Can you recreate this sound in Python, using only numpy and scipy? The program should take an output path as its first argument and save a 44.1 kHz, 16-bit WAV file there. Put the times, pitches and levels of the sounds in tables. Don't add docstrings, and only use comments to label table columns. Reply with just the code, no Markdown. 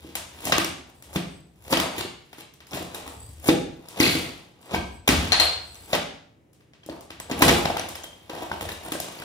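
import sys
import numpy as np
from scipy import signal
from scipy.fft import rfft, irfft, next_fast_len
from scipy.io import wavfile

SR = 44100
rng = np.random.default_rng(int(sys.argv[2]) if len(sys.argv) > 2 else 0)


def transcribe(u):
    v = np.clip(np.atleast_2d(u).T, -1, 1)
    q = np.round(v * 32767).astype(np.int16)
    wavfile.write(sys.argv[1], SR, q)


def nominal_scale(level):
    x = np.asarray(level, float) / 20
    return 10 ** x


N = 407484
TOP_HZ = 15380

# frequency in Hz, level in dB, t60 in seconds.
HOLLOW_MODES = [(76.04, -18.5, 0.35), (170, -15, 0.056), (188, 0.5, 0.11), (228.72, -8, 0.01),
                (280.87, 5, 0.073), (345.4, 6.5, 0.0412), (397.4, -0.5, 0.14), (483.8, 7, 0.0349),
                (705, -9.5, 0.032), (809, -7.5, 0.098)]


def at_hz(points, hz):
    point_hz, value = np.transpose(points)
    return np.interp(np.log(hz), np.log(point_hz), value)


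def band(x, low_hz, high_hz):
    return signal.sosfilt(signal.butter(2, [low_hz, high_hz], "band", fs=SR, output="sos"), x + 1e-18)


def rms_one(x):
    return x / np.sqrt(np.mean(x ** 2) + 1e-20)


def ring(clicks, hz, t60_s):
    radius, w = nominal_scale(-60 / (t60_s * SR)), 2 * np.pi * hz / SR
    return signal.lfilter([0, np.sin(w)], [1, -2 * radius * np.cos(w), radius ** 2], clicks + 1e-18)


def strike(start_s, level_db, modes, spread_db):
    at = np.round(start_s * SR).astype(int)
    luck = rng.standard_normal((len(at), len(modes)))
    out = np.zeros(N)
    for k, (hz, mode_db, t60_s) in enumerate(modes):
        clicks = np.zeros(N)
        clicks[at] = nominal_scale(level_db + mode_db + spread_db * luck[:, k])
        out += ring(clicks, hz, t60_s)
    return out


def grains(per_s, spread_db):
    sizes = nominal_scale(spread_db * np.minimum(rng.exponential(1, N), 5)) * rng.choice([-1, 1], N)
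    return rms_one(sizes * (rng.random(N) < per_s / SR))


def wander(low_hz, high_hz, depth_db):
    return nominal_scale(depth_db * rms_one(band(rng.standard_normal(N), low_hz, high_hz)))


def swells(start_s, level_db, rise_s, fall_s, curve, hold_s=0):
    t = np.arange(0, N, 32)[:, None] / SR
    before = np.maximum(start_s - t, 0) / np.abs(rise_s)
    after = np.maximum(t - start_s - hold_s, 0) / np.abs(fall_s)
    gain = nominal_scale(level_db - 20 * (before + after) ** curve).sum(axis=1)
    return np.interp(np.arange(N) / SR, t[:, 0], gain)


def bank(size, gain):
    # frequency in Hz, left-right correlation.
    likeness = [(60, 0.41), (150, 0.9993), (300, 0.859), (600, 0.061), (1200, 0.063), (4000, 0.32),
                (15000, 0.28)]
    out, edges_hz = 0, 28 * 2 ** np.arange(0, 9.4, .4)
    white = rng.standard_normal((2, 2, size))
    for k, (low_hz, high_hz) in enumerate(zip(edges_hz, edges_hz[1:])):
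        mid, side = band(white[k % 2], low_hz, high_hz)
        hz = np.sqrt(low_hz * high_hz)
        alike = at_hz(likeness, hz)
        out = out + gain(hz) * (np.sqrt(1 + alike) * mid + np.sqrt(1 - alike) * side * [[1], [-1]])
    return out


def background():
    # frequency in Hz, density in dB per Hz.
    floor = [(18, -39), (30, -14), (140, -2), (208, -9), (308, -7), (855, -22), (1330, -30), (2310, -26.5),
             (4000, -41.5), (6410, -40), (15600, -46)]
    # peak time in seconds, level in dB, seconds to rise 20 dB (sign ignored).
    booms = [(0.1, -52.5, -5.5), (0.59, -35, 0.68), (1.19, -42.5, 0.34), (1.745, -37, -0.23),
             (3.29, -32.5, .5), (4.01, -46, 0.04), (4.765, -27, 0.0029), (5.11, -14, -0.0118),
             (5.97, -47.5, 0.8), (6.92, -46.5, 0.15), (7.54, -21, 0.215), (8.67, -32.5, 0.27)]
    start_s, level_db, rise_s = np.transpose(booms)
    boom = rms_one(ring(rng.standard_normal(N), 76.0, 0.12))
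    noise = nominal_scale(-59) * rms_one(bank(N, lambda hz: nominal_scale(at_hz(floor, hz))))
    return noise + swells(start_s, level_db - 6.0, rise_s, fall_s=0.319, curve=0.8203) * boom


def with_room_feed(x, room_db):
    return x * nominal_scale([[0], [room_db]])


def tool():
    # start in seconds, level in dB.
    hits = [
        (5.3205, -12.5),
        (5.3284, -23.5),
        (5.3987, -14),
        (5.408, -19),
        (5.442, -28),
    ]
    # frequency in Hz, level in dB, t60 in seconds.
    steel_modes = [(739.8, -4.5, 0.038), (2550, -16, .1), (4304, -7, 0.08), (4107, -13.5, .1),
                   (4222, 5, 0.096), (3764, -14.5, .05), (4590, -16.5, 0.055), (6000, -12.5, 0.05),
                   (7500, -14.5, 0.045), (10236, -10.5, 0.04), (11424, -20, 0.027)]
    # start in seconds, length in seconds, rms level in dB.
    jingles = [
        (0.95, 0.46, -54),
        (3.074, 0.19, -46.5),
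        (3.19, 0.15, -48),
        (4.614, 0.36, -51.5),
        (5.63, 0.2327, -45.5),
    ]
    # frequency in Hz, level in dB, t60 in seconds.
    joint_modes = [(4730, -10, 0.021), (7824, -4, 0.039), (8500, -4, 0.039), (10200, -1.5, 0.0045),
                   (11380, -5, 0.0045), (12600, -5.5, 0.011), (13780, -6, .01), (15070, -7, .006)]
    start_s, level_db = np.transpose(hits)
    jingle_s, lasts_s, jingle_db = np.transpose(jingles)
    taps = grains(per_s=600, spread_db=2.0)
    jingle = np.zeros(N)
    for hz, db, t60_s in joint_modes:
        some_taps = taps * (rng.random(N) < .6)
        jingle += nominal_scale(db) * wander(9.1, 33, depth_db=4.0) * ring(some_taps, hz, t60_s)
    shaking = swells(jingle_s, jingle_db - 9.0, .02, .02, 0.963, lasts_s)
    rings = strike(start_s, level_db - 0.5, steel_modes, spread_db=1.5)
    return with_room_feed(rings + shaking * rms_one(jingle), -2)


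def strokes():
    # end in seconds, grind in dB, seconds for the last 20 dB
    # (sign ignored), rumble and hiss in dB re grind.
    pushes = [
        (1.157, -39.5, 0.1045, 5, -1),
        (1.725, -25, -0.0368, 1.5, 0.5),
        (3.486, -17.5, -0.0243, 0, 4.5),
        (3.996, -26, 0.017, 7.5, -3),
        (4.742, -22, -0.035, 7, -10.5),
        (5.93, -35, 0.0943, 0.5, 3),
        (7.419, -24.5, 0.0252, 7.5, -5),
    ]
    # peak in seconds, grind in dB, seconds to fall 20 dB
    # (sign ignored), rumble and hiss in dB re grind.
    crumbles = [
        (0.545, -30, 0.0852, 3, -15.5),
        (0.901, -50, -0.01, 5, 0),
        (1.79, -31.5, 0.1629, 8.5, -15),
        (2.746, -35.5, 0.193, 0, -1),
        (2.946, -41, 0.2839, 4, -2.5),
        (4.033, -18, 0.213, -2.5, -5),
        (5.114, -24.5, 0.36, -1, -10),
        (7.47, -25.5, 0.2344, 10.5, 0),
        (7.75, -46, 0.4147, 5.5, -5.5),
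        (8.315, -51, 1, 8.5, -2),
    ]
    # peak in seconds, grind in dB, seconds to rise and to fall 20 dB (signs ignored),
    # rumble in dB re grind.
    slides = [
        (0.086, -49.5, 5, -0.3033, -3),
        (0.475, -37, 0.2, 0.05, -1.5),
        (2.004, -28.5, -0.0776, 0.0543, -4),
        (2.408, -53, 0.32, -0.05, -9.5),
        (2.69, -56, 0.04, 0.11, 4),
        (3.981, -43.5, 0.2379, -0.24, 2),
        (6.922, -52.5, 0.0409, 0.1365, 15.5),
        (7.401, -44.5, 0.147, 0.1469, 15),
        (9.2, -42.5, 1.23, 4.5, -3.5),
    ]
    # start in seconds, length in seconds,
    # grind in dB, rumble and hiss in dB re grind.
    drags = [(0.442, 0.0515, -35.5, 5, 2.5), (1.153, 0.02677, -38.5, 2.5, 0.5), (1.65, 0.074, -55, 4.5, -5),
             (1.706, 0.028, -34.5, 5.5, 3.5), (2.716, 0.016, -46, 9.5, -6), (3.441, 0.041, -46.5, 7, 8),
             (5.895, 0.043, -49.5, 6.5, 3.5), (7.382, 0.019, -38, -10.5, 5), (9.188, .06, -48, 3, -13),
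             (7.298, 0.018, -39, 10.5, -8.5), (1.976, 0.0293, -36.5, -2.5, -4.5),
             (2.384, 0.0417, -44.5, -3, -3.5), (2.735, 0.031, -39, 6.5, -3),
             (2.819, 0.0145, -43.5, 6.5, -5.5), (3.065, 0.0217, -45.5, 6, -1),
             (4.711, 0.0155, -50.5, 2.5, -1), (4.729, 0.009, -43.5, 3, -7.5),
             (8.296, 0.0112, -42, 10.5, -11.5), (8.34, 0.05, -45, 8, -9.5), (8.402, 0.0406, -42.5, 10, -10),
             (8.52, 0.0245, -43, 10, -13.5), (8.611, .02, -37, 5.5, 0), (8.645, 0.0203, -44.5, 3.5, 2.5),
             (8.699, 0.029, -42, 3, -0.5), (8.835, 0.051, -47.5, 9.5, 2), (8.933, 0.0224, -45, 8, -11.5),
             (9.032, .06, -49.5, 6.5, -4)]
    push_s, push_db, push_rise_s, push_rumble_db, push_hiss_db = np.transpose(pushes)
    crumble_s, crumble_db, crumble_fall_s, crumble_rumble_db, crumble_hiss_db = np.transpose(crumbles)
    slide_s, slide_db, slide_rise_s, slide_fall_s, slide_rumble_db = np.transpose(slides)
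    drag_s, drag_lasts_s, drag_db, drag_rumble_db, drag_hiss_db = np.transpose(drags)
    offsets_db = [
        (0, 0, 0, 0),
        (push_rumble_db, crumble_rumble_db, slide_rumble_db, drag_rumble_db),
        (push_hiss_db, crumble_hiss_db, -4, drag_hiss_db),
    ]
    return [swells(push_s, push_db + push, push_rise_s, fall_s=0.003, curve=0.5182)
            + swells(crumble_s, crumble_db + crumble, 0.0361, crumble_fall_s, curve=1.046)
            + swells(slide_s, slide_db + slide, slide_rise_s, slide_fall_s, curve=1.046)
            + swells(drag_s, drag_db + drag, 0.0032, 0.004, 0.84, drag_lasts_s)
            for push, crumble, slide, drag in offsets_db]


def grinding():
    grind_gain, rumble_gain, hiss_gain = strokes()
    clumps = wander(18.7, 77, depth_db=2.5)
    grit = clumps * grains(per_s=4000, spread_db=3.0)
    pieces = np.zeros(N)
    for hz in np.geomspace(1400, 4500, 7):
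        pieces += wander(14, 25, depth_db=1.5) * ring(grit, hz, 3.91 / hz)
    grind = rms_one(rms_one(band(grit, 1400, 3912)) + 1.2 * rms_one(pieces))
    shaken = rms_one(sum(nominal_scale(db) * ring(grit, hz, 0.43 * t60_s) for hz, db, t60_s in HOLLOW_MODES[2:8]))
    tumbling = rms_one(band(clumps * grains(per_s=1500, spread_db=2.5), 297.5, 1020.5))
    hiss = rms_one(band(clumps * grains(per_s=5700, spread_db=5.0), 6600, TOP_HZ))
    pressure = np.clip((20 * np.log10(grind_gain) + 48.32) / 26, .15, .95)
    rumble = pressure * shaken + np.sqrt(1 - pressure ** 2) * tumbling
    return with_room_feed(nominal_scale(-6.0) * (grind_gain * grind + rumble_gain * rumble + hiss_gain * hiss), -2.5)


def clinks(rows, t60_s):
    out, t = np.zeros(N), np.arange(SR // 5) / SR
    for start_s, level_db, hz in rows:
        start, t60 = round(start_s * SR), t60_s * (hz / 1000) ** .05
        chime = nominal_scale(level_db - 60 * t / t60) * np.sin(2 * np.pi * hz * t)
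        out[start:start + len(t)] += chime[:N - start]
    return out


def shards():
    # start in seconds, level in dB, pitch in Hz.
    loose = [(.524, -14, 2750), (1.165, -35.5, 3446), (1.727, -13.5, 4660), (1.73, -10.5, 925),
             (3.44, -45.5, 4930), (3.49, -17.5, 3650), (3.512, -45, 3502), (4.002, -9.5, 2086),
             (4.01, -9, 4560), (4.03, -10, 4200), (4.08, -11, 4580), (4.095, -15, 4130),
             (4.065, -11.5, 2154), (4.09, -15, 2270), (4.04, -8, 2550), (4.055, -12, 4380),
             (4.745, -19, 1550), (4.746, -17.5, 2285), (4.748, -19.5, 998), (5.095, -14, 400),
             (1.162, -20, 289), (1.163, -27, 895), (3.492, -16, 792), (7.428, -13, 1047), (.53, -16.5, 279),
             (4.746, -38, 3106), (5.932, -20, 3735), (5.929, -30.5, 2650), (5.945, -17, 585.2),
             (5.949, -22.5, 3316), (5.95, -27, 1971), (6.833, -45, 3197), (6.889, -21, 598),
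             (6.9, -35.5, 4440), (7.2, -27.5, 8000), (7.421, -17, 8500), (7.657, -14.5, 789.5),
             (7.797, -25, 756.3), (8.69, -23.5, 1765), (8.698, -36.5, 3800), (8.85, -30, 8690),
             (9.189, -44, 3000), (9.2, -35.5, 1969), (7.701, -12.5, 799), (7.767, -17, 866),
             (7.795, -25.5, 5980), (7.795, -26, 10140), (8.434, -24, 680), (8.515, -15, 891),
             (8.718, -26.5, 3826), (8.92, -23.5, 8900), (8.952, -19, 586), (9.001, -34.5, 616.3),
             (9.222, -27, 1500)]
    # start in
    # seconds, level in dB, pitch in Hz.
    close_rings = [(1.159, -26, 3500), (2.539, -49, 5923), (2.667, -45.5, 5020), (2.71, -39, 5480),
                   (2.948, -28, 3790), (2.95, -40, 7300), (2.96, -33, 1110), (7.657, -26.5, 4100),
                   (7.658, -30, 2820), (7.925, -35, 895.5), (5.321, -14.5, 4222), (5.33, -13, 4222),
                   (5.452, -27.5, 11300), (5.42, -30, 10100), (8.516, -17.5, 1530), (8.955, -26, 1606),
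                   (8.584, -30.5, 800), (8.812, -35.5, 700), (2.05, -22, 380), (2.058, -27, 420),
                   (3.974, -32, 751.6), (5.399, -13.5, 4222), (5.409, -12, 4173), (5.417, -17, 4222),
                   (5.45, -23, 4340), (5.51, -23.5, 4200), (9.19, -34, 4600)]
    # start in seconds, level in dB, pitch in Hz.
    singing = [
        (7.98, -43, 3180),
        (8.04, -37, 3183),
        (8.07, -42, 3143),
        (8.13, -44.5, 3234),
        (8.2, -52.5, 3173),
    ]
    # start in seconds, level in dB, pitch in Hz.
    glaze_snaps = [(.581, -11, 6500), (.586, -22.5, 4000), (.647, -15, 5561), (1.771, -10, 3010),
                   (1.773, -23, 6000), (1.803, -21, 6000), (1.989, -32.5, 6965), (3.487, -6.5, 1120),
                   (3.488, -10, 2510), (3.488, -8, 4660), (3.488, -17, 9000), (3.886, -30.5, 5060),
                   (3.887, -37.5, 8500), (4.0, -12, 6000), (5.32, -14.5, 3000), (5.32, -20.5, 7000),
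                   (5.329, -20, 6000), (5.399, -15.5, 4480), (7.953, -27.5, 5256), (8.036, -26.5, 6240),
                   (4.748, -17.5, 1802), (5.4, -14, 7500), (5.408, -17, 6500), (5.415, -20, 8000),
                   (5.745, -37.5, 6500), (5.755, -35.5, 6000), (7.2, -33, 6530), (7.207, -26.5, 1010),
                   (7.313, -21.5, 6860), (7.425, -3.5, 1000), (7.494, -18, 450), (7.658, -9.5, 905),
                   (7.703, -18.5, 910.3), (7.796, -20, 4240), (8.517, -18, 1095), (8.692, -25.5, 2500)]
    return (with_room_feed(clinks(loose, 0.0213), -5.5)
            + with_room_feed(clinks(close_rings, 0.0213), -9)
            + with_room_feed(clinks(singing, 0.087), -6.5)
            + with_room_feed(clinks(glaze_snaps, 0.0069), -14.5))


def all_contacts():
    # start in seconds, crack in dB, knock and snap in dB re crack, knock pitch in Hz.
    blows = [(0.1523, -18, -7.5, 1.5, 783), (0.5209, -8, -1, -12, 1198), (0.5811, -8.5, -12, -5, 313.7),
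             (1.1574, -20, 0.5, -8, 175.4), (1.7257, -10.5, -8, -8.5, 297), (3.486, -19, 10.5, -12, 302),
             (4, -12, -1.5, -3.5, 286), (4.7433, -26.5, 15, -8.5, 824.5), (5.088, -7.5, -7, -27.5, 256.7),
             (5.93, -15.5, 6, -13.5, 639), (5.948, -25.5, 6.5, -4.5, 498), (3.492, -24, 0.5, -9, 290),
             (1.732, -19, 5.5, -10.5, 542), (7.3126, -22.5, 0.5, -9, 265.8), (7.418, -15, 3, -0.5, 714),
             (7.42, -14.5, 4, -11.5, 276.3)]
    # start in seconds, crack in dB, knock and snap in dB re crack.
    thuds = [(0.045, -48.5, 11, -15.5), (0.0899, -46, 5, -13.5), (0.644, -32, 3.5, 7),
             (1.7708, -15, -16.5, -6), (1.798, -19, -10, -2), (2.3815, -37.5, -4, -9.5),
             (2.5381, -51.5, -11, 5), (2.732, -27, -7.5, -31), (2.8059, -45, 12, -9.5),
             (3.077, -35.5, -5, -0.5), (4.151, -24.5, 3, -3.5), (4.7605, -38.5, 13, -18.5),
             (6.861, -58.5, 15, 15.5), (6.896, -36, 5.5, -9.5), (7.0074, -54.5, -0.5, 11),
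             (7.1032, -33.5, -9, -11.5), (7.493, -10.5, -3.5, -26.5), (7.8629, -42.5, 5.5, -10),
             (8.2953, -30.5, -5, -11), (8.919, -22.5, -5.5, 0)]
    # start in seconds, crack in dB, knock and snap in dB re crack.
    clacks = [(0.4692, -25.5, 4.5, -22), (0.4954, -34.5, 17, 7.5), (1.713, -36.5, -1, -2),
              (1.9877, -29.5, -4, -0.5), (2.3294, -37, -1, -5.5), (2.7709, -31, 8.5, -19.5),
              (2.946, -31.5, -11.5, 2), (3.975, -35.5, 2.5, -8.5), (5.0758, -10.5, -4.5, -2.5),
              (7.199, -32, -2.5, -0.5), (7.296, -38, 12, -4), (7.406, -27.5, 11, -7.5),
              (7.4797, -10, -0.5, -8), (7.487, -13, -5, -6.5), (7.654, -20.5, 6.5, -11),
              (7.702, -28.5, 10, -12.5), (7.7939, -31, 8.5, -11), (8.038, -35.5, 3.5, 1.5),
              (8.3314, -49, 22.5, -5.5), (8.4128, -44, 9.5, -13.5), (8.6084, -32, 0.5, -3.5),
              (8.6872, -27.5, -7.5, -5.5), (8.404, -40.5, 6, -7), (8.496, -42.5, 9, -8.5),
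              (8.652, -36.5, 8, -11.5), (8.749, -48, 7.5, -9.5), (8.862, -43.5, 8, -10.5),
              (8.881, -38.5, 11, -7), (8.9551, -50, -8, -12), (8.9995, -37.5, 13.5, 11.5),
              (9.2215, -44.5, 5, -11)]
    # start in seconds, crack in dB, snap in dB re crack.
    ticks = [(0.404, -49, 8.5), (0.452, -36.5, 12.5), (1.0231, -45, 3.5), (1.057, -57.5, 2.5),
             (1.1347, -47.5, 11.5), (1.468, -66.5, 5), (1.557, -70, 7.5), (1.62, -60.5, 6.5),
             (1.639, -56.5, 8), (1.826, -38, 2), (2.603, -41.5, -9), (2.668, -54, 6), (2.709, -50.5, 7.5),
             (3.29, -51, 5), (3.331, -54, 6.5), (3.401, -67.5, 9.5), (3.5372, -42.5, -26.5),
             (3.885, -43, 9), (4.6137, -55, 3.5), (4.657, -50, 3.5), (5.0555, -57, -9.5),
             (5.3199, -15.5, -30.5), (5.3283, -17.5, -30), (5.399, -13, -5.5), (5.743, -43.5, 1.5),
             (5.7548, -45.5, -7.5), (6.5301, -61.5, 7), (6.6047, -54, -6.5), (6.7335, -47, -37.5),
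             (6.833, -46, -27), (7.113, -44, -3.5), (7.449, -21.5, 2), (7.7679, -22, -8.5),
             (7.8868, -37, 4.5), (7.954, -32.5, -1.5), (8.4333, -39.5, -4.5), (8.5165, -34, -10),
             (8.7182, -35, 1.5), (9.141, -46.5, -4)]
    rows = [(*row, 6.72 + 0.3744 * row[2], 0) for row in blows]
    rows += [(*row, 307.8, 4.46, 0) for row in thuds]
    rows += [(*row, 680, 5.23, -0.5) for row in clacks]
    rows += [(start_s, crack_db, -18, snap_db, 700, 4.46, 2) for start_s, crack_db, snap_db in ticks]
    return sorted(rows)


def contacts():
    start_s, crack_db, knock_db, snap_db, knock_hz, crunch_ms, room_db = np.transpose(all_contacts())
    crack, snap, knock = np.zeros((3, 2, N))
    t, grit = np.arange(SR // 10) / SR, grains(per_s=9000, spread_db=4.5)
    for k, start in enumerate(np.round(start_s * SR).astype(int)):
        span = slice(start, min(start + len(t), N))
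        age = t[:N - start] / (crunch_ms[k] / 1000)
        burst = (1 - np.exp(-age / 0.1843)) * np.exp(-age) * grit[span]
        crack[0, span] += nominal_scale(crack_db[k]) * burst
        snap[0, span] += nominal_scale(crack_db[k] + snap_db[k]) * burst
        strength = np.linalg.norm(burst)
        crack[1, start] = nominal_scale(crack_db[k] + room_db[k] - 2.0) * strength
        snap[1, start] = nominal_scale(crack_db[k] + snap_db[k] + room_db[k] + 0.5) * strength
        cycles = np.maximum(t - .0015, 0) * knock_hz[k]
        envelope = (1 - np.exp(-cycles / .4)) * np.exp(-(cycles / 2.785) ** 2)
        swing = nominal_scale(crack_db[k] + knock_db[k]) * np.sin(2 * np.pi * cycles) * envelope
        knock[:, span] += with_room_feed(swing[:N - start], room_db[k] - 5.5)
    heavy_db = -13 - 9 * np.maximum(np.log2(knock_hz / 280), 0)
    hollow = strike(start_s + .002, crack_db + knock_db + heavy_db, HOLLOW_MODES, spread_db=2.5)
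    crunch = nominal_scale(10.5) * band(crack, 430, 4403) + nominal_scale(5.5) * band(snap, 2400, TOP_HZ)
    return crunch + nominal_scale(1.0) * knock + hollow


def far_port(x):
    low = signal.sosfilt(signal.butter(1, 3500, fs=SR, output="sos"), x)
    high, scatter = x - low, 0.5504
    for lag in (3, 8, 13):
        gap = np.zeros(lag - 1)
        high = signal.lfilter([-scatter, *gap, 1], [1, *gap, -scatter], high + 1e-18)
    return np.roll(low, 7) + high


def room(near, sent):
    # frequency in Hz, t60 in seconds.
    room_t60 = [(60, 0.962), (130, 0.827), (350, 0.551), (920, 0.616), (2430, 0.605), (6400, 0.5826),
                (15000, 0.194)]
    # frequency in Hz, level in dB.
    colour = [(60, -7), (250, -2), (700, -0.5), (1500, -2), (3000, -0.75), (4300, -3), (5300, -2.5),
              (9000, -1.5), (15000, -10)]
    t = np.arange(SR) / SR
    tail = bank(SR, lambda hz: nominal_scale(at_hz(colour, hz) - 60 * t / at_hz(room_t60, hz)))
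    build_up = np.clip((t - .005) / .009, 0, 1)
    late_loss = nominal_scale(-24 * t * t)
    tail = tail * build_up * late_loss
    tail = nominal_scale(-2) * tail / np.sqrt(np.sum(tail ** 2) / 2)
    direct = np.stack([near, far_port(near)])
    return direct + signal.fftconvolve(sent[None], tail, axes=1)[:, :N]


def ports(x):
    # frequency in Hz, left minus right in dB.
    balance = [(40, 2), (125, 0), (250, -3.5), (500, -0.5), (1500, -1.5), (5000, 0.5), (12000, .5)]
    size = next_fast_len(N)
    lean_db = at_hz(balance, np.arange(1, size // 2 + 2) * SR / size) / 2
    return irfft(rfft(x, size) * nominal_scale(lean_db * np.array([[1], [-1]])), size)[:, :N]


def scene():
    near, sent = tool() + grinding() + shards() + contacts()
    left_db = 1.34
    return ports(room(near, sent) + background()) * nominal_scale([[left_db / 2], [-left_db / 2]])


def roll_off(x):
    return signal.sosfilt(signal.butter(12, 16970, fs=SR, output="sos"), x)


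def record(dry):
    thin = signal.sosfilt(signal.butter(3, 60, "high", fs=SR, output="sos"), dry)
    rounded = .9 * np.tanh(thin / .9)
    shelved = signal.sosfilt(signal.cheby2(12, 22, 16050, fs=SR, output="sos"), rounded)
    mix = signal.sosfilt(signal.cheby2(18, 60, 17000, fs=SR, output="sos"), shelved)
    return roll_off(mix)


dry = scene()
out = record(dry)
transcribe(out)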